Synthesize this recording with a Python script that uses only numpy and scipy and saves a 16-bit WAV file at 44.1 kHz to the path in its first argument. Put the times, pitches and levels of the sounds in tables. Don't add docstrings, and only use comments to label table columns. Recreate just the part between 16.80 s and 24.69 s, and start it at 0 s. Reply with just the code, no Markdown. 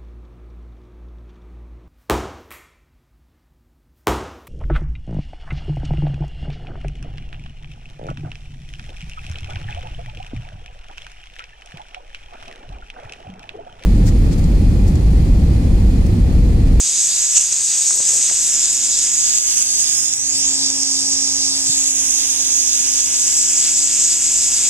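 import sys
import numpy as np
from scipy import signal
from scipy.fft import rfft, irfft, next_fast_len
from scipy.io import wavfile
from scipy.ndimage import uniform_filter1d, map_coordinates

SR = 44100
rng = np.random.default_rng(int(sys.argv[2]) if len(sys.argv) > 2 else 0)


def wrap_up_sound(samples):
    columns = np.atleast_2d(samples).T
    tamed = np.clip(columns, -1, 1)
    steps = np.round(tamed * 32767).astype(np.int16)
    wavfile.write(sys.argv[1], SR, steps)


N = 347949
T = np.arange(N) / SR


# f/Hz, level/dB
HISS_TONE = [(2500, -37), (4300, -16), (5800, -3), (6600, 1), (7400, 0.5), (8300, -0.5), (9300, -6.5),
             (10500, -19), (13000, -38)]
# f/Hz, level/dB
RUSH_TONE = [(2400, -37), (3400, -37), (4450, -9.5), (4950, -2.5), (5400, 3.5), (6200, -2), (7200, -9),
             (9000, -6.5), (13000, -28)]
# f/Hz, level/dB
MIST_TONE = [(6500, -44), (8000, -8), (9200, 1.5), (10500, 6), (11800, 6.5), (12800, 0), (14200, -19)]

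def jet(jet_db, swing):
    lag_ms, pan_db = direction(swing)
    cone_lag_ms = 0.14 * swing ** 0.74
    hiss = spray(HISS_TONE, lag_ms, 0.51 * pan_db, rate=14000, spread_db=2, scatter_db=-12.5)
    rush = spray(RUSH_TONE, cone_lag_ms, 1.03 * pan_db, rate=14000, spread_db=2.6, scatter_db=-9)
    mist = spray(MIST_TONE, lag_ms, 0.5 + 0.1 * pan_db, rate=9000, spread_db=2.5, scatter_db=-0.5)
    rush_lead = -5 + 6 * swing ** 2
    hiss *= gain(-2 - 0.38 * rush_lead + 0.59 * wobble(70))
    rush *= gain(0.2 + 1.4 * rush_lead + 0.82 * wobble(24.96))
    mist *= gain(-7.5 + 9 * swing + wobble(18))
    return (hiss + rush + mist) * gain(jet_db + 0.62 * wobble(30))


# f/Hz, level/dB
PATTER_TONE = [(400, -14.5), (1200, -12), (1600, -7), (2100, -4.5), (2700, 1), (3050, -2), (3400, 0.5),
               (3900, -13), (4400, -49), (8000, -15)]
# f/Hz, level/dB
SIZZLE_TONE = [(2600, -46.5), (3300, -5.5), (3750, 2.5), (4400, -1.5), (4900, 5.5), (5600, -20),
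               (8000, -27)]

def lawn(jet_db, swing):
    _, pan_db = direction(swing)
    patter = spray(PATTER_TONE, lag_ms=0.19 * swing ** 2, pan_db=0.13 * pan_db,
                   rate=7000, spread_db=1.5, scatter_db=-25 + 26 * swing)
    sizzle = spray(SIZZLE_TONE, lag_ms=0.122 * np.tanh(swing / 0.3), pan_db=0.035 * pan_db,
                   rate=9000, spread_db=2, scatter_db=-4 - 23 * swing)
    patter *= gain(-38.5 + 3.45 * swing + 0.98 * wobble(20))
    sizzle *= gain(-37 + 6.4 * swing + 2.6 * wobble(24))
    surge_db = jet_db - np.mean(jet_db)
    return (patter + sizzle) * gain(0.96 * surge_db)


# t/s, length/s, level/dB
COAT_HITS = [(0.572, 0.033, -20), (0.612, 0.03, -27), (0.723, 0.016, -31), (1.93, 0.012, -31),
             (2.192, 0.012, -28), (2.578, 0.025, -31), (2.778, 0.03, -27.5), (2.818, 0.025, -29.5),
             (3.007, 0.027, -31.5), (3.332, 0.03, -33), (4.325, 0.04, -32), (4.865, .03, -31),
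             (5.041, .02, -33), (7.187, 0.092, -30.5)]

def splashes(swing):
    tone = [(500, -16.5), (1500, -12), (2100, -9), (2750, 3.5), (3600, -2),
            (5200, 1.5), (7200, 6.5), (9000, 1), (13000, -20)]
    bursts = sum(gain(db) * swell(t, length) for t, length, db in COAT_HITS)
    return bursts * spray(tone, *direction(swing), rate=5500, spread_db=2.1, scatter_db=-8)


# t/s, level/dB
CLOSE_DROPS = [(0.596, 0.5), (0.639, -4), (0.657, -9), (0.711, -15), (0.725, -4), (0.728, -4), (1.1018, -2),
               (1.857, 0.5), (2.189, -3), (2.536, -1.5), (2.585, 3.5), (2.7726, -1), (2.825, 2.5),
               (3.016, -32), (3.2823, -6.5), (3.337, 1), (3.864, -3), (3.9027, 0), (4.033, 1.5),
               (4.476, -0.5), (4.8718, -5), (5.0437, -2.5), (6.2058, -3), (6.4799, 1.5)]

def drops(swing):
    ticks = np.zeros(N)
    for t, db in CLOSE_DROPS:
        ticks[int(t * SR)] = gain(db)
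    tone = [(500, -32), (2500, -20), (6000, 5.5), (8000, 3), (10000, -3), (14000, -16)]  # f/Hz, level/dB
    return from_side(colour(ticks, tone), *direction(swing))


# t/s, level/dB, f/Hz (strongest), length/s
EAR_SLAPS = [(1.109, -30.5, 1150, .004), (1.203, -29.5, 440, .005), (1.256, -42, 450, .008),
             (1.295, -36, 2200, .01), (1.305, -41, 450, .008), (1.402, -39.5, 460, .006),
             (1.499, -30.5, 2300, .008), (1.514, -34, 350, .009)]

def ears():
    slaps = np.zeros(N)
    for t, db, hz, length in EAR_SLAPS:
        burst = swell(t, length)
        tap = unit(signal.unit_impulse(N, int(t * SR)))
        spatter = unit(rng.standard_normal(N) * burst)
        slap = colour(tap + 0.7 * spatter, [(hz / 5, -11), (hz, 0), (hz * 2, -9), (hz * 6, -32)])
        slaps += gain(db) * slap * np.sqrt(np.sum(burst ** 2) / np.sum(slap ** 2))
    coat_tone = [(120, -9), (300, -4), (460, 1), (700, -6), (1200, -8), (3500, -20)]  # f/Hz, level/dB
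    rustle = unit(colour(impacts(rate=900, spread_db=2.2), coat_tone))
    return slaps + rustle * swell(t=1.25, length=0.71) * gain(-49.5 + 3.2 * wobble(25.9))


# t/s, length/s, level/dB
TAG_CLINKS = [(1.16, .007, -26), (1.345, .008, -37), (1.366, .01, -32), (1.734, .025, -39)]
# f/Hz, level/dB
TAG_NOTES = [(13100, 7), (14080, 3)]

def tag():
    rattle = sum(gain(db) * swell(t, length) for t, length, db in TAG_CLINKS)
    ring = sum(gain(db) * np.sin(2 * np.pi * hz * T + 1.6 * wobble(600)) for hz, db in TAG_NOTES)
    return rattle * ring * np.array([[1], [0.45]])


def bump(t=4.898, length=0.013, hz=140, db=-27):
    return -gain(db) * swell(t, length) * np.cos(2 * np.pi * hz * (T - t))


def drone(t=3.24, length=1.0, hz=112, db=-50):
    return gain(db) * swell(t, length) * np.sin(2 * np.pi * hz * T + 1.2 * wobble(20))


# t/s, level/dB
HUM_LEVEL = [(0.0, -54.5), (0.72, -63.5), (1.76, -51.5), (3.43, -49.5), (3.47, -45), (3.8, -37.5),
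             (4.81, -39.5), (5.45, -45.5), (7.6, -48), (7.89, -48.5)]
# f/Hz, level/dB
AIR_TONE = [(20, -11), (42, -1), (70, 4), (120, 2.5), (200, -0.5), (400, -1), (700, -0.5), (1000, 1.5),
            (1400, -17), (2500, -12)]

def motor(blade_hz=271.25, shaft_hz=57.2):
    hum_db, = curves(HUM_LEVEL)
    nearness = uniform_filter1d(hum_db, SR // 2) - np.mean(hum_db)
    hz = blade_hz + np.interp(T, [5.45, 5.8], [0, 1.35])
    phase = 2 * np.pi * np.cumsum(hz) / SR + 0.074 * wobble(9.8)
    blades = (np.sin(phase) + gain(-24) * np.sin(3 * phase)) * gain(hum_db + 0.23 * wobble(5.4))
    shaft = np.sin(2 * np.pi * shaft_hz * T + 0.4 * wobble(4.4))
    shaft *= gain(-56.5 + 0.27 * nearness + 2 * wobble(2.95))
    middle, sides = (unit(colour(rng.standard_normal(N), AIR_TONE)) for _ in range(2))
    middle = unit(middle + 0.3 * delay(middle, 0.48 - 0.012 * nearness))
    air = middle + gain(-22) * sides * np.array([[1], [-1]])
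    air *= gain(-45 + 0.23 * nearness + 0.63 * wobble(6))
    rumble_tone = [(20, -20), (55, -7), (120, -11), (300, -12), (2000, -52)]  # f/Hz, level/dB
    rumble = unit(colour(rng.standard_normal((2, N)), rumble_tone))
    rumble *= gain(-59 + 0.5 * nearness + 0.71 * wobble(4.4))
    return np.sqrt(2) * (blades + shaft) + air + rumble


# t/s, delay/ms, strength/0-1
ECHO_PATH = [(0, .47, .07), (1.45, .49, .06), (1.8, .55, .19), (2.2, .56, .17), (2.75, .66, .3),
             (3.05, .61, .38), (3.28, .58, .45), (3.41, .5, .68), (3.52, .43, .6), (3.62, .35, .42),
             (3.72, .26, .38), (3.85, .215, .4), (4.2, .22, .33), (4.55, .2, .42), (4.8, .225, .33),
             (5.0, .275, .3), (5.3, .32, .3), (6.1, .33, .22), (6.8, .39, .15), (7.89, .39, .14)]
# f/Hz, level/dB
ECHO_TONE = [(1500, -12), (2700, -5), (4200, 1), (7600, 0), (9200, -6), (11000, -14)]

def bounce(pair, swing, depth):
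    right_ms, strength = curves(ECHO_PATH)
    left_ms = right_ms * (1 - 0.15 * hidden(swing) ** 2)
    left, right = colour(pair, ECHO_TONE)
    echo = np.array([delay(left, left_ms), delay(right, right_ms)])
    return blend(pair, echo, depth * strength)


# f/Hz, level/dB
SHADOW_TONE = [(1000, 3), (2000, -4.5), (3400, -1), (4300, -4), (5200, 6.5), (6400, 8), (7800, 3),
               (9200, -10.5), (11500, -18.5)]

def shadow(pair, swing):
    left, right = pair
    share = hidden(swing)
    return np.array([(1 - share) * left + share * colour(left, SHADOW_TONE), right])


def hidden(swing):
    return np.clip((swing - 0.66) / 0.26, 0, 1)


def direction(swing):
    return 0.15 * swing, -0.5 - 12 * swing


def from_side(mono, lag_ms, pan_db):
    gains = gain(np.array([pan_db, -pan_db]) / 2)
    return np.array([delay(mono, lag_ms), mono]) * gains / np.sqrt(np.mean(gains ** 2, axis=0))


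def spray(tone, lag_ms, pan_db, rate, spread_db, scatter_db):
    direct, *scattered = (unit(colour(impacts(rate, spread_db), tone)) for _ in range(3))
    return blend(from_side(direct, lag_ms, pan_db), np.array(scattered), gain(scatter_db))


def impacts(rate, spread_db):
    size = gain(spread_db * np.minimum(rng.exponential(size=N), 6))
    hits = rng.random(N) < rate / SR
    return unit(hits * size * rng.choice([-1, 1], N))


def wobble(rate):
    hold = max(int(SR / rate), 1)
    steps = np.repeat(rng.standard_normal(N // hold + 1), hold)
    return 1.3 * uniform_filter1d(uniform_filter1d(steps, hold), hold)[:N]


def swell(t, length):
    return np.exp(-np.minimum((2 * (T - t) / length) ** 2, 50))


def colour(x, tone):
    hz, db = np.transpose(tone)
    return filtered(x, lambda f: gain(np.interp(np.log(f), np.log(hz), db)))


def filtered(x, response):
    size = next_fast_len(x.shape[-1] + 2048, True)
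    hz = np.linspace(1e-3, SR / 2, size // 2 + 1)
    return irfft(rfft(x, size) * response(hz), size)[..., :x.shape[-1]]


def delay(x, lag_ms):
    return map_coordinates(x, [np.arange(N) - lag_ms * SR / 1000], order=3, mode="nearest")


def blend(x, extra, share):
    return (x + share * extra) / np.sqrt(1 + share ** 2)


def curves(table):
    times, *columns = np.transpose(table)
    return [np.interp(T, times, column) for column in columns]


def gain(db):
    return 10 ** (np.asarray(db) / 20)


def unit(x):
    return x / np.sqrt(np.mean(x ** 2))


# t/s, level/dB
JET_LEVEL = [(0, -30.5), (0.55, -28.5), (0.68, -31.5), (0.79, -31.5), (1.02, -28.5), (1.2, -30),
             (1.28, -28), (1.85, -28.5), (2.0, -30.5), (2.5, -28.5), (3.15, -30), (3.42, -33.5),
             (3.65, -30), (5.1, -30.5), (5.7, -29.5), (6.7, -28.5), (7.89, -28.5)]
# t/s, swing/0-1 (0 is ahead, 1 is far right)
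NOZZLE_AIM = [(0, 0.04), (0.5, 0.23), (0.8, 0.012), (1.3, 0.012), (1.7, 0.21), (2.2, 0.18), (2.8, 0.58),
              (3.15, 0.67), (3.4, 0.76), (3.75, 0.84), (4.7, 0.81), (5.1, 0.71), (5.7, 0.53), (7.1, 0.22),
              (7.89, 0.21)]

def scene():
    jet_db, = curves(JET_LEVEL)
    swing, = curves(NOZZLE_AIM)
    near = bounce(jet(jet_db, swing), swing, depth=1)
    far = bounce(lawn(jet_db, swing), swing, depth=0.6)
    water = shadow(near + far + splashes(swing), swing)
    return water + drops(swing) + tag() + ears() + bump() + drone() + motor()


def limiter(pair, limit_db=1.33, attack_s=0.0046, release_db_per_s=37.5):
    peak_db = 20 * np.log10(np.abs(pair).max(axis=0) + 1e-9)
    over_db = np.maximum(peak_db - limit_db, 0)
    climb_db = release_db_per_s * T
    cut_db = np.maximum.accumulate(over_db + climb_db) - climb_db
    smoothing = np.exp(-1 / (attack_s * SR))
    return pair * gain(-signal.lfilter([1 - smoothing], [1, -smoothing], cut_db))


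# f/Hz, width/Hz
PORT_RINGS = [(7894, 950), (7126, 1340)]
# f/Hz, level/dB
RIGHT_PORT_TONE = [(1000, 1.03), (4000, -1.5), (6700, 4.5), (7700, -4.5), (10000, -4), (12000, -11.5),
                   (14000, -4)]

def record(dry, top_hz=14150):
    left, right = (filtered(x, lambda f: 1 / (1 - (f / hz) ** 2 + 1j * f * width / hz ** 2))
                   for x, (hz, width) in zip(dry, PORT_RINGS))
    pair = np.array([left, colour(right, RIGHT_PORT_TONE)])
    limited = np.clip(limiter(pair), -1, 1)
    return signal.sosfilt(signal.ellip(10, 0.2, 80, top_hz, fs=SR, output="sos"), limited)


dry = scene()
out = record(dry)
wrap_up_sound(out)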